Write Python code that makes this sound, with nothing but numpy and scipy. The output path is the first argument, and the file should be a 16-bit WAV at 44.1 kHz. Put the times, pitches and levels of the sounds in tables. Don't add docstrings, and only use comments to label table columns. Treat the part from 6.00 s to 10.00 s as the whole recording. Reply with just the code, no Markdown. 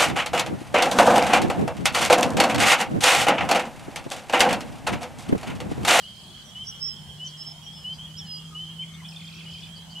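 import sys
import numpy as np
from scipy import signal
from scipy.fft import rfft, irfft
from scipy.io import wavfile
from scipy.ndimage import uniform_filter1d

SR = 44100
rng = np.random.default_rng(int(sys.argv[2]) if len(sys.argv) > 2 else 0)


def master_out(mix):
    frames = np.transpose(np.atleast_2d(mix))
    ceiling = np.clip(frames, -1, 1)
    pcm = np.round(ceiling * 32767).astype(np.int16)
    wavfile.write(sys.argv[1], SR, pcm)


N = 176400


def amp(db):
    return 10 ** (np.asarray(db) / 20)


def unit(x):
    return x / np.sqrt(np.mean(x ** 2) + 1e-20)


def look_up(points, hz):
    f, value = np.transpose(points)
    return np.interp(np.log(hz + 1), np.log(f), value)


def add(mix, start, sound):
    at = round(start * SR)
    sound = sound[:, max(-at, 0):]
    part = mix[:, max(at, 0):][:, :sound.shape[1]]
    part += sound[:, :part.shape[1]]


def pan(db):
    return amp([[db / 2], [-db / 2]])


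def phase_of(hz):
    return 2 * np.pi * np.cumsum(hz) / SR


def wander(size, rate_hz):
    spectrum = rfft(rng.standard_normal(max(size, SR)))
    hz = np.linspace(0, SR / 2, len(spectrum))
    return unit(irfft(spectrum * np.exp(-.5 * (hz / rate_hz) ** 2)))[:size]


def roughen(note, depth, rate_hz):
    return note * (1 + depth * wander(len(note), rate_hz)) / np.sqrt(1 + depth ** 2)


def reeds(x, fade_s, build_s=0.0024):
    t = np.arange(SR * 3 // 4) / SR
    echoes = rng.standard_normal((3, len(t))) * amp(-60 * t / fade_s) * np.minimum(t / build_s, 1)
    tail = echoes[:2] + 0.56 * echoes[2]
    tail /= np.linalg.norm(tail, axis=1, keepdims=True)
    return signal.fftconvolve(x, tail, axes=1)[:, :N]


def noise(shape, patchy_db, lull_db=0, lull_hz=870, lull_at_s=2.5, lull_width_s=0.3):
    # f/Hz, likeness (0 to 1)
    likeness = [(30, 0.57), (90, 0.74), (190, 0.78), (350, 0.49), (1200, 0.6), (2500, 0.21), (6000, 0.078)]
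    hz = np.fft.rfftfreq(4096, 1 / SR)
    a, b, c, d, patches = rng.standard_normal((N // 1024 + 5, len(hz), 5)).T
    patches = uniform_filter1d(patches, size=20, axis=0)
    patches = unit(uniform_filter1d(patches, size=5, axis=1))
    same = look_up(likeness, hz)[:, None]
    left = a + 1j * b
    right = same * left + np.sqrt(1 - same ** 2) * (c + 1j * d)
    t = np.linspace(0, N / SR, left.shape[1])
    lull = np.exp(-np.log2((hz[:, None] + 1) / lull_hz) ** 2 - ((t - lull_at_s) / lull_width_s) ** 2)
    gain = amp(look_up(shape, hz)[:, None] + patchy_db * patches + lull_db * lull)
    _, sound = signal.istft(gain * np.array([left, right]), nperseg=4096, noverlap=3072)
    return unit(sound[:, :N])


def rumble(level_db=-51.5):
    # t/s, level change/dB
    swell = [(0, 0), (.4, 0.5), (.55, 2.5), (.8, -0.5), (1.12, 5), (1.35, -3.5), (1.65, 2), (4, 1)]
    # f/Hz, relative level/dB
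    shape = [(20, -37), (35, -17), (55, -10.5), (80, 2.5), (130, -2), (190, 3), (240, -8.5), (300, -33),
             (1200, -70)]
    swell_db = np.interp(np.arange(N) / SR, *np.transpose(swell))
    return amp(level_db + swell_db) * noise(shape, patchy_db=1.0)


def hiss(level_db=-51.5):
    # f/Hz, relative level/dB
    shape = [(28, -7.5), (330, 1.5), (480, -1.5), (800, 1.5), (1250, -2), (1700, -3.5), (2600, -4.5),
             (4000, -3), (6500, -5), (8500, -5.5), (11000, -12.5), (15500, -19.5)]
    return amp(level_db) * noise(shape, patchy_db=2.5, lull_db=-3)


def whine():
    # f/Hz, level/dB
    tones = [(7434, -78.5), (7483, -77), (12947, -82)]
    t = np.arange(N) / SR
    return sum(np.sqrt(2) * amp(db) * np.sin(2 * np.pi * hz * t) for hz, db in tones)


def engine():
    # t/s, f/Hz, level/dB
    hum = [(0, 143, -71), (.7, 145.3, -55.5), (1.15, 149.9, -46.5), (1.55, 153.4, -48.5), (2, 157.1, -46),
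           (2.6, 160.5, -45), (3.25, 163.5, -43.5), (4, 165.9, -48)]
    times, hz, db = np.transpose(hum)
    t = np.arange(N) / SR
    phase = phase_of(np.interp(t, times, hz) + 0.602 * wander(N, 1.26))
    level = amp(np.interp(t, times, db) + .5 * wander(N, 0.56))
    return np.sqrt(2) * level * (np.sin(phase) + amp(-31) * np.sin(2 * phase))


def bird_pipes(edge_s=0.004):
    # start/s, length/s, f/Hz, rise/Hz, level before echo/dB, flutter depth
    notes = [(1.632, 0.044, 5600, 94, -57.5, .4), (2.88, .125, 2180, -20, -62.5, 0.29),
             (3.5, 0.18, 4700, 242, -63, 1.2), (2.907, .12, 6080, 252, -66, 1.3),
             (3.338, .032, 5550, 200, -55, 0.66), (3.31, 0.131, 2630, 50, -55, 0.57)]
    out = np.zeros((2, N))
    for start, length, hz, rise_hz, db, flutter in notes:
        t = np.arange(0, length, 1 / SR)
        swell = np.clip(np.minimum(t, length - t) / edge_s, 0, 1)
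        note = np.sqrt(2) * swell * np.sin(phase_of(hz + rise_hz * t / length))
        add(out, start, amp(db) * pan(0.84) * roughen(note, flutter, rate_hz=134))
    return out + amp(1.5) * reeds(out, fade_s=.15)


def bird_chips():
    # middle/s, length/s, f/Hz, pitch shake/Hz, level before echo/dB
    calls = [(.664, .034, 5730, 450, -52.5), (1.257, 0.032, 5710, 500, -51.5),
             (1.285, .028, 4500, 380, -50), (1.306, 0.012, 4490, 380, -49),
             (1.946, 0.045, 4820, 282, -50.5), (2.27, 0.04, 4250, 400, -56),
             (2.542, 0.065, 1253, 35, -51.5), (2.833, .028, 2330, 120, -49),
             (2.948, 0.023, 3530, 70, -49.5), (3.008, 0.012, 2080, 60, -49.5),
             (3.028, 0.029, 1026, 60, -54.5), (3.055, 0.02, 3434, 90, -42.5), (3.06, 0.03, 2410, 80, -54),
             (3.0896, 0.0056, 5260, 100, -39), (3.168, 0.014, 3530, 90, -40.5),
             (3.275, .02, 3500, 70, -48.5), (3.638, 0.015, 3540, 90, -41), (3.771, .035, 4550, 230, -48.5),
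             (3.916, 0.036, 4540, 200, -50.5)]
    out = np.zeros((2, N))
    for middle, length, hz, shake_hz, db in calls:
        n = round(length * SR)
        pitch = hz + shake_hz * wander(n, 1.83 * shake_hz)
        note = np.sin(phase_of(pitch)) * np.hanning(n) ** 0.19
        add(out, middle - length / 2, np.sqrt(2) * amp(db) * pan(-1.4) * note)
    return out + amp(-5) * reeds(out, fade_s=0.22)


def bird_trills(note_s=0.024, fall_s=.0075, jitter_s=0.00088):
    # start/s, notes, spacing/s, top f/Hz, bottom f/Hz, level before echo/dB, fade per note/dB
    runs = [(.011, 19, .0225, 4850, 3750, -51.5, -16), (3.1105, 25, .02355, 5350, 2250, -50, -6)]
    out = np.zeros((2, N))
    t = np.arange(0, note_s, 1 / SR)
    swell = np.clip(t / 0.00033, 0, 1) * np.clip((note_s - t) / .006, 0, 1)
    for start, count, spacing, top_hz, low_hz, db, fade_db in runs:
        hz = low_hz + (top_hz - low_hz) * np.exp(-(t / fall_s) ** 1.283)
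        for k, (extra_db, detune, late) in enumerate(rng.standard_normal((round(count), 3))):
            level = swell * amp(db + extra_db + fade_db * t / note_s)
            note = level * np.sin(phase_of(hz * (1 + .05 * detune)))
            add(out, start + k * spacing + jitter_s * late, pan(-2.0) * roughen(note, 0.26, rate_hz=116))
    return out + 1.3 * reeds(out, fade_s=.035) + reeds(out, fade_s=.18)


def bird_whistles(rasp_hz=262, rasp_s=0.011, octave_db=-35, echo_db=-16.5):
    # (t/s, f/Hz, level/dB)
    notes = [ (-6, 1.2, [(.445, 5910, -64), (.465, 5860, -51.5), (.485, 5580, -62), (.497, 5680, -52.5),
             (.515, 5560, -71)]), (-8, 1.1, [(.625, 5240, -71), (.675, 5320, -44), (.725, 5280, -57),
             (.765, 5300, -62)]), (-1, 1.6, [(.669, 4900, -36), (.675, 5590, -37), (.688, 5840, -34),
             (.705, 5780, -39), (.722, 5795, -61), (.82, 5780, -59)]), (-7.5, 1.83, [(.795, 5150, -58),
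             (.815, 5280, -36.5), (.828, 5317, -29.5), (.877, 5396, -32.5), (.907, 5284, -36),
             (.95, 5270, -49.5)]), (-7, 1.5, [(1.263, 5800, -46), (1.277, 5900, -40.5), (1.29, 5950, -48),
             (1.3, 5650, -58), (1.345, 5220, -64)]), (-4.5, 0.88, [(1.365, 5200, -57), (1.412, 5270, -37.5),
             (1.428, 5310, -38), (1.442, 5380, -56), (1.476, 5286, -34.5), (1.505, 5340, -47),
             (1.518, 5260, -37), (1.54, 5130, -71)]), (0, 0, [(1.72, 5200, -60), (1.768, 5230, -45.5),
             (1.82, 5180, -53), (1.895, 5060, -65)]), (-3.5, -0.98, [(2.165, 4880, -50),
             (2.181, 5381, -40.5), (2.193, 5550, -35.5), (2.212, 5340, -47), (2.245, 5170, -68)]),
             (-3.5, -1.44, [(2.26, 5080, -55), (2.303, 5047, -39), (2.33, 5002, -36.5), (2.36, 4895, -38.5),
             (2.387, 4980, -44), (2.41, 5034, -66)]), (-0.5, -0.3, [(2.19, 3660, -47), (2.215, 3280, -42),
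             (2.275, 2900, -50.5), (2.41, 2870, -48.5), (2.49, 2760, -71)])]
    out = np.zeros((2, N))
    for pan_db, lead, path in notes:
        times, hz, db = np.transpose(path)
        start, end = times[0], times[-1]
        t = np.arange(start, end, 1 / SR)
        rasp = rasp_hz * np.exp(-(t - start) / rasp_s) * wander(len(t), 450)
        pitch = uniform_filter1d(np.interp(t, times, hz), size=300, mode="nearest")
        phase = phase_of(pitch + rasp) + np.array([[lead], [0]])
        edges = np.clip(np.minimum(t - start, end - t) / 0.0023, 0, 1)
        level = edges * amp(np.interp(t, times, db) + 0.7 * wander(len(t), 72))
        tone = np.sin(phase) + amp(octave_db) * np.sin(2 * phase)
        add(out, start, np.sqrt(2) * pan(pan_db) * level * tone)
    return out + amp(echo_db) * reeds(out, fade_s=0.66)


def peep(length_s, hz, attack_s=0.015, release_s=0.02):
    t = np.arange(0, length_s, 1 / SR)
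    swell = np.clip(t / attack_s, 0, 1) * np.clip((length_s - t) / release_s, 0, 1)
    rise_hz = 500.5 * (1 - np.exp(-t / 0.1501))
    return np.sqrt(2) * swell * np.sin(phase_of(hz + rise_hz))


def frog_chorus(peeps_per_s=18, middle_hz=3015, spread_hz=165, level_db=-48.5):
    out = np.zeros((2, N))
    for k, (late, detune, strength, side) in enumerate(rng.uniform(-1.1, 1, (160, 4))):
        start = (k - 2 + late / 2) / peeps_per_s
        hz = middle_hz + spread_hz * (detune + (-1) ** k) / 2
        note = roughen(peep(length_s=0.11, hz=hz), depth=.65, rate_hz=116)
        add(out, start, amp(2 * strength) * pan(5 * side) * note)
    blurred = out + 1.25 * reeds(out, fade_s=.25)
    return amp(level_db) * pan(-2.5) * unit(blurred)


def near_frogs(near_db=-30.5, far_db=-51.5):
    # start/s, length/s, starting f/Hz, level/dB
    calls = [(.022, 0.059, 2850, -44.5), (.046, 0.084, 3063, -44), (0.319, 0.17, 3130, -55),
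             (0.544, 0.11, 2908, -37.5), (0.687, .11, 3068, -45.5), (0.705, 0.051, 2830, -48.5),
             (.875, 0.12, 2970, -46), (1.195, 0.093, 2898, -36), (1.303, 0.072, 3082, -44),
             (1.334, 0.078, 2846, -49), (1.654, 0.056, 3144, -40), (1.705, 0.079, 3250, -45.5),
             (1.839, 0.11, 2890, -34), (1.978, 0.096, 3036, -41.5), (2.545, 0.11, 2880, -35.5),
             (2.656, .09, 3030, -43), (2.686, 0.071, 2822, -50), (2.783, .072, 2995, -33.5),
             (3.454, 0.1, 2883, -43.5), (3.53, .075, 3020, -44), (3.948, .07, 2867, -39)]
    direct, scattered = np.zeros((2, 2, N))
    for start, length, hz, db in calls:
        distance = np.clip((near_db - db) / (near_db - far_db), .1, .85)
        note = roughen(peep(length, hz), depth=0.65 * distance, rate_hz=180)
        note = amp(db) * pan(-2.5 * distance ** 2) * note
        add(direct, start, np.sqrt(1 - distance ** 2) * note)
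        add(scattered, start, distance * note)
    return direct + reeds(scattered, fade_s=.17)


def scene():
    background = rumble() + hiss() + whine() + engine()
    frogs = frog_chorus() + near_frogs()
    birds = bird_whistles() + bird_trills() + bird_chips() + bird_pipes()
    return background + frogs + birds


def record(dry):
    cutoff_hz = 15720
    low_pass = signal.firwin(801, cutoff_hz, window=("kaiser", 9), fs=SR)
    return signal.oaconvolve(dry, low_pass[None], "same")


dry = scene()
out = record(dry)
master_out(out)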